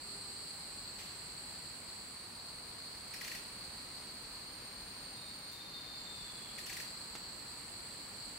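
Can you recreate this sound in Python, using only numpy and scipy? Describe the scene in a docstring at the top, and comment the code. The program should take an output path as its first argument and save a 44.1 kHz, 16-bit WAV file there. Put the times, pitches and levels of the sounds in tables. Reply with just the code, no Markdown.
"""Rainforest canopy heard from a high nest: far air hisses, wind in far crowns swells, cicadas drone in a loose
throb and crickets sing in overlapping phrases. A fly passes, far rattles sound only as brief hisses, a bird
rattles twice on the left, twigs snap and another bird lets a whistle slide down. Filtered noise makes air, wind
and the far hisses; random clicks make cicadas; swept or steady sines make the rest, with noise in rattle and
snaps. Insects, birds and twigs, but not the fly, echo among the trunks. A faint steady high whine lies over it
all."""
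import sys
import numpy as np
from scipy import signal
from scipy.fft import rfft, irfft, next_fast_len
from scipy.io import wavfile
from scipy.ndimage import uniform_filter1d, map_coordinates

SR = 44100
rng = np.random.default_rng(int(sys.argv[2]) if len(sys.argv) > 2 else 0)


def dump(signal):
    """Clip the signal to [-1, 1] and save it as 16-bit WAV at the path in sys.argv[1]."""
    limited = np.clip(np.atleast_2d(signal).T, -1, 1)
    pcm = np.round(limited * 32767).astype(np.int16)
    wavfile.write(sys.argv[1], SR, pcm)


N = 369558
T = np.arange(N) / SR


def amp(db):
    """Decibels to amplitude ratio."""
    return 10 ** (np.asarray(db) / 20)


def unit(x):
    """Normalization to a root-mean-square of 1."""
    return x / np.sqrt(np.mean(x ** 2) + 1e-20)


def along(points, hz):
    """Interpolation of (Hz, value) points on a logarithmic frequency axis."""
    f, v = np.transpose(points)
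    return np.interp(np.log(hz + 1), np.log(f + 1), v)


def curves(rows):
    """Linear interpolation in time: one value per sample for each column after the time."""
    s, *cols = np.transpose(rows)
    return [np.interp(T, s, c) for c in cols]


def wobble(rate):
    """Band-limited random modulation: a smooth curve through random knots, rate knots a second."""
    knots = rng.standard_normal(int(N * rate / SR) + 4)
    return map_coordinates(knots, [T * rate])


def filtered(x, response):
    """Linear filtering: the spectrum of x times a response of frequency."""
    m = next_fast_len(N + SR // 4)
    return irfft(rfft(x, m) * response(np.fft.rfftfreq(m, 1 / SR)), m)[..., :N]


def sides(pan_db):
    """Interaural level difference: left and right gain from left-right dB."""
    return amp(np.array([pan_db / 2, -pan_db / 2])).reshape(2, -1)


def span(start, end, fade):
    """Gating: 1 between two times, with soft edges."""
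    return np.clip(np.minimum(T - start, end - T) / fade + .5, 0, 1)


def trunks(x, t60, echo_db):
    """Diffuse reverberation: the direct sound plus dying echoes, unrelated in the two channels."""
    t = np.arange(int(t60 * SR)) / SR
    tail = rng.standard_normal((2, len(t))) * amp(-60 * t / t60)
    tail *= amp(echo_db) / np.linalg.norm(tail[0])
    tail[:, 0] = 1  # direct sound
    echoed = signal.oaconvolve(x * np.ones((2, 1)), tail, axes=1)[:, :N]
    return echoed / np.sqrt(1 + amp(2 * echo_db))


def air():
    """Interchannel coherence: mid and side noise mixed by frequency, a smooth far hiss nearly mono in the bass."""
    # spectrum of leaves and far wind: frequency_hz, relative density_db (per Hz)
    spectrum = [(15, -48), (25, -16), (40, -1.5), (59, -3), (200, -2), (400, -6.5), (670, -8.5), (1080, -7),
                (1500, -9), (2300, -8.5), (3400, -13), (5300, -17.5), (7000, -18.5), (9450, -20.5),
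                (15600, -23.5)]
    # left-right likeness of the hiss: frequency_hz, correlation (1 is mono)
    likeness = [(35, .994), (87, .97), (177, .885), (354, .67), (707, .47), (1400, .37), (2800, .02),
                (6000, .08), (14000, .24)]

    def mid_side_gains(hz):
        angle = np.arccos(np.clip(along(likeness, hz), -1, 1)) / 2
        return amp(along(spectrum, hz)) * [np.cos(angle), np.sin(angle)]

    mid, side = filtered(rng.standard_normal((2, N)), mid_side_gains)
    level_db = -53 + 0.52 * wobble(1.224)
    return amp(level_db) * unit(np.array([mid + side, mid - side]))


def gust():
    """Band-shaped turbulence noise: a broad, dull rush whose level swells and settles."""
    # wind in far crowns: time_s, level_db
    swell = [(0, -74), (1.5, -76), (2.5, -64), (4.5, -72), (6, -69.5), (8.38, -68)]
    level_db, = curves(swell)
    shared, separate = rng.standard_normal(N), rng.standard_normal((2, N))
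    rush = filtered(shared + separate, lambda hz: np.exp(-(np.log((hz + 1) / 920) / 0.45) ** 2))
    return amp(level_db) * unit(rush)


def cicadas():
    """Impulse excitation of a resonator: tymbals buckle at random in a common throb, each tree with its own echoes."""
    # slow course of the drone: time_s, level_db
    swell = [(0, -49), (1.1, -49.5), (2.2, -51), (3.9, -49.5), (4.6, -51.2), (6.0, -50.3), (7.2, -49.5),
             (7.75, -51), (8.38, -49.5)]
    # cicada body resonance: frequency_hz, relative density_db (per Hz)
    body = [(2210, -58), (3750, -15.5), (4120, -1), (4420, 3), (4640, -2), (5300, -21.5), (6890, -33),
            (11700, -120)]
    level_db, = curves(swell)
    throb_hz = 31 + 2.5 * wobble(3)
    throb = 1 + .35 * np.sin(2 * np.pi * np.cumsum(throb_hz) / SR)
    click_chance = 500 / SR * throb  # 500 clicks a second in each tree, on average
    trees = [(rng.random(N) < click_chance) * rng.standard_normal(N) for tree in range(8)]
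    echoed = sum(trunks(clicks, t60=.25, echo_db=11.0) for clicks in trees)
    drone = filtered(echoed, lambda hz: amp(along(body, hz)))
    return amp(level_db + 0.52 * wobble(12)) * sides(-0.42) * unit(drone)


def crickets():
    """Stridulation: each wing stroke is a fresh tone that sags in pitch; a phrase starts low and warms up."""
    # one row a cricket: pitch_hz, chirp_rate_hz, warm_up_hz (drop at a phrase start), sag_hz (within a stroke),
    # level_db, left_right_db, phrases as (start_s, end_s)
    singers = [(7805, 18.5, 330, 420, -57.5, -2.3, [(-1, 2.13), (5.97, 9)]),
               (7890, 18.9, 150, 200, -62, 1, [(-1, 4.45), (6.6, 9)]),
               (7585, 18.4, 0, 70, -71, -4, [(-1, 9)]), (7435, 19, 0, 260, -70, -10, [(-1, 9)]),
               (8630, 33, 0, 96, -59.5, -2, [(-1, 1.52)]), (8600, 30, 60, 120, -66.5, -1, [(1.5, 5.3),
               (6.2, 9)]), (8825, 31, 200, 170, -60, 1, [(-1, .8), (1.15, 5.5), (6.07, 7.1), (7.3, 9)]),
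               (8915, 29, 80, 55, -65.5, -5, [(-1, .7), (1.45, 4.1), (4.5, 7.9)]),
               (8360, 25, 40, 200, -70, -8, [(-1, 5.3), (6.2, 9)]),
               (8760, 37, 0, 350, -66.5, -1.5, [(-1, 9)]), (8480, 34, 0, 420, -71, -1, [(-1, 9)])]
    out = np.zeros((2, N))
    for hz, rate, warm_hz, sag_hz, db, pan_db, phrases in singers:
        stroke_hz = 3 * rate * (1 + .03 * wobble(15))  # three strokes a chirp
        strokes = np.cumsum(stroke_hz) / SR + 3 * rng.random()
        count, part = strokes.astype(int), strokes % 1
        phase, detune = rng.standard_normal((count[-1] + 1, 2))[count].T
        cold = sum(np.exp(-np.abs(T - start) / .12) for start, end in phrases)
        pitch = hz - sag_hz * part ** 2.5 - warm_hz * cold + 28 * detune
        size = np.sin(np.pi * part) ** 0.36 * amp(-4.5 * (count % 3))  # later strokes are weaker
        song = unit(size * np.sin(2 * np.pi * (np.cumsum(pitch) / SR + phase)))
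        song = song * sum(span(start, end, 0.046) for start, end in phrases)
        out += amp(db) * sides(pan_db) * trunks(song, t60=.3, echo_db=9.5)
    return out


def fly():
    """Harmonic series: three multiples of a slightly unsteady wing beat."""
    # passes: start_s, end_s, wing_beat_hz, first_db, second_db, third_db (peak level of each multiple)
    passes = [(0.032, 0.456, 400, -65, -69.5, -69), (.5, .75, 396, -81.5, -64.5, -86.5),
              (1.42, 1.557, 408, -83.5, -65, -85)]
    out = np.zeros(N)
    for start, end, hz, *levels in passes:
        turns = 2 * np.pi * np.cumsum(hz + 2.4 * wobble(8)) / SR
        buzz = sum(amp(db) * np.sin((k + 1) * turns) for k, db in enumerate(levels))
        out += span(start, end, 0.072) * buzz
    return sides(1.5) * out


def far_rasps():
    """Exponential decay of noise: bright puffs that start fast and die away, far rattles heard only as hiss."""
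    # far hisses: start_s, decay_s (fall to 1/e), level_db (at the start), low_edge_hz
    bursts = [(0.988, 0.11, -49.5, 2210), (1.19, .03, -68, 6000), (5.515, .06, -56, 7000)]
    out = np.zeros((2, N))
    for s, decay_s, db, low_hz in bursts:
        bright = lambda hz: (hz / low_hz) ** 3 / (1 + (hz / low_hz) ** 4.26)
        leaf = unit(filtered(rng.standard_normal((2, N)), bright))
        out += amp(db) * leaf * span(s, s + 1, .008) * np.exp(-np.abs(T - s) / decay_s)
    return out


def rattle():
    """Source and filter: rough chirps plunge through a set of resonant peaks, each with a rasping puff of air."""
    # calls: first_note_s, pause_s (before the roll), drive_db (peak of each of six notes ahead of the peak
    # filter)
    calls = [(3.14, .0736, [-41, -39, -44, -45, -38.5, -43]),
             (6.5859, .0792, [-40.5, -47, -39.5, -45, -39, -39])]
    # resonant peaks that colour each note: frequency_hz, width_hz, gain_db
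    peaks = [(1620, 200, -6), (1890, 190, 0), (2330, 150, -2.5), (2570, 130, -2.5), (3400, 300, -16)]
    # hiss of a note: frequency_hz, relative density_db (per Hz)
    hiss = [(1000, -58), (1500, -6), (2500, 1.5), (3500, -6), (5500, -2), (8000, -7.5), (12000, -8.5),
            (14300, -12.5), (15700, -11)]
    step_s, catch_s, puff_db = .0326, .0063, -41  # gap between roll notes, extra wait after three, hiss level
    before, after = 500, 700  # samples around a note's onset
    t = np.arange(-before, after) / SR
    notes, puffs = np.zeros(N), np.zeros(N)
    roll = step_s * np.arange(5) + catch_s * (np.arange(5) >= 3)
    for first, pause, levels in calls:
        for s, db in zip(np.append(first, first + pause + roll), levels):
            at = slice(round(s * SR) - before, round(s * SR) + after)
            roughness = uniform_filter1d(rng.standard_normal(len(t)), size=40)
            hz = 2080 - 90000 * t + rng.normal(0, 30) + 550 * roughness
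            swell = np.exp(-((t - .0005) / 0.0061) ** 4)
            notes[at] += amp(db) * swell * np.sin(2 * np.pi * np.cumsum(hz) / SR)
            puffs[at] += amp(puff_db) * np.exp(-((t - .002) / 0.0062) ** 2)

    def colour(f):
        # parallel resonances of alternating sign
        return sum((-1) ** k * amp(db) * 1j * f * width / (center ** 2 - f * f + 1j * f * width)
                   for k, (center, width, db) in enumerate(peaks))

    voice = trunks(filtered(notes, colour), t60=0.46, echo_db=-3.5)
    rasp = puffs * unit(filtered(rng.standard_normal(N), lambda hz: amp(along(hiss, hz))))
    return sides(9.1) * voice + trunks(rasp, t60=.4, echo_db=5)


def snaps():
    """Damped modal vibration: a noise crack and the short ring of dry wood."""
    # twigs: time_s, ring_db, left_right_db, crack_db (over the ring)
    twigs = [(4.0222, -51, -.6, 1), (4.567, -52, -2.5, -3), (7.1526, -39.5, -1.8, 4.5)]
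    # wood modes: frequency_hz, level_db (within the ring), t60_s
    modes = [(960, -3, .05), (1330, -4, .03), (2150, -2, .018), (3600, -9, .015)]
    out, t = np.zeros((2, N + SR)), np.arange(SR // 10) / SR
    for s, db, pan_db, crack_db in twigs:
        ring = sum(amp(level + rng.normal(0, 2.5) - 60 * t / t60) * np.sin(2 * np.pi * hz * t)
                   for hz, level, t60 in modes)
        # a three-sample average dulls the crack
        crack = amp(crack_db - 60 * t / 0.044) * uniform_filter1d(rng.standard_normal(len(t)), size=3)
        out[:, round(s * SR):][:, :len(t)] += amp(db) * sides(pan_db) * (ring + crack)
    return trunks(out[:, :N], t60=0.16, echo_db=-4)


def whistle():
    """Joint frequency and amplitude modulation: slurred falling notes whose warble widens and quickens to a trill."""
    # notes running into one another: start_s, pitch_hz, level_db
    notes = [(5.16, 3700, -54), (5.255, 3700, -51.5), (5.44, 3660, -62), (5.515, 3655, -55),
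             (5.6, 3655, -53.5), (5.73, 3634, -50.5), (5.89, 3605, -52.5), (6.06, 3570, -51),
             (6.2, 3520, -51.5), (6.29, 3450, -55), (6.38, 3370, -56), (6.47, 3310, -58)]
    end_s, fade_db_per_s, slur_s = 6.62, 60, .02
    start_depth_hz, widen = 4, .34  # warble depth at the start; Hz of depth gained per Hz of fall
    # first rate, last rate, fall that covers most of the change
    warble_per_s, trill_per_s, quicken_hz = 12, 50, 120
    starts, pitches, levels = np.transpose(notes)
    note = np.clip(np.searchsorted(starts, T) - 1, 0, None)
    slur = lambda steps: uniform_filter1d(steps, size=round(slur_s * SR))
    hz = slur(pitches[note])
    level_db = slur(levels[note] - fade_db_per_s * np.abs(T - starts[note]))
    fall_hz = pitches[0] - hz
    depth_hz = start_depth_hz + widen * fall_hz
    rate = trill_per_s - (trill_per_s - warble_per_s) * np.exp(-fall_hz / quicken_hz)
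    warble = np.sin(2 * np.pi * np.cumsum(rate * (1 + .45 * wobble(25))) / SR)
    chop = 1 + np.clip(depth_hz / 40, 0, .5) * warble  # the warble also chops the airflow
    warbled_hz = hz + depth_hz * (warble + .7 * wobble(140))
    tone = np.sqrt(2) * np.sin(2 * np.pi * np.cumsum(warbled_hz) / SR)
    tone = tone * chop * amp(level_db) * span(starts[0], end_s, .03) * sides(1.8)
    return trunks(tone, t60=.45, echo_db=-1.5)


def scene():
    """Linear superposition of all sources."""
    return air() + gust() + cicadas() + crickets() + fly() + far_rasps() + rattle() + snaps() + whistle()


def record(dry):
    """Band limitation: a faint steady high whine joins the scene and nothing sounds above the limit."""
    # steady whine: frequency_hz, level_db
    whine_tones = [(15735, -89)]
    top_hz = 15775
    whine = sum(np.sqrt(2) * amp(db) * np.sin(2 * np.pi * hz * T) for hz, db in whine_tones)
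    return filtered(dry + whine, lambda hz: hz < top_hz)


dry = scene()
out = record(dry)
dump(out)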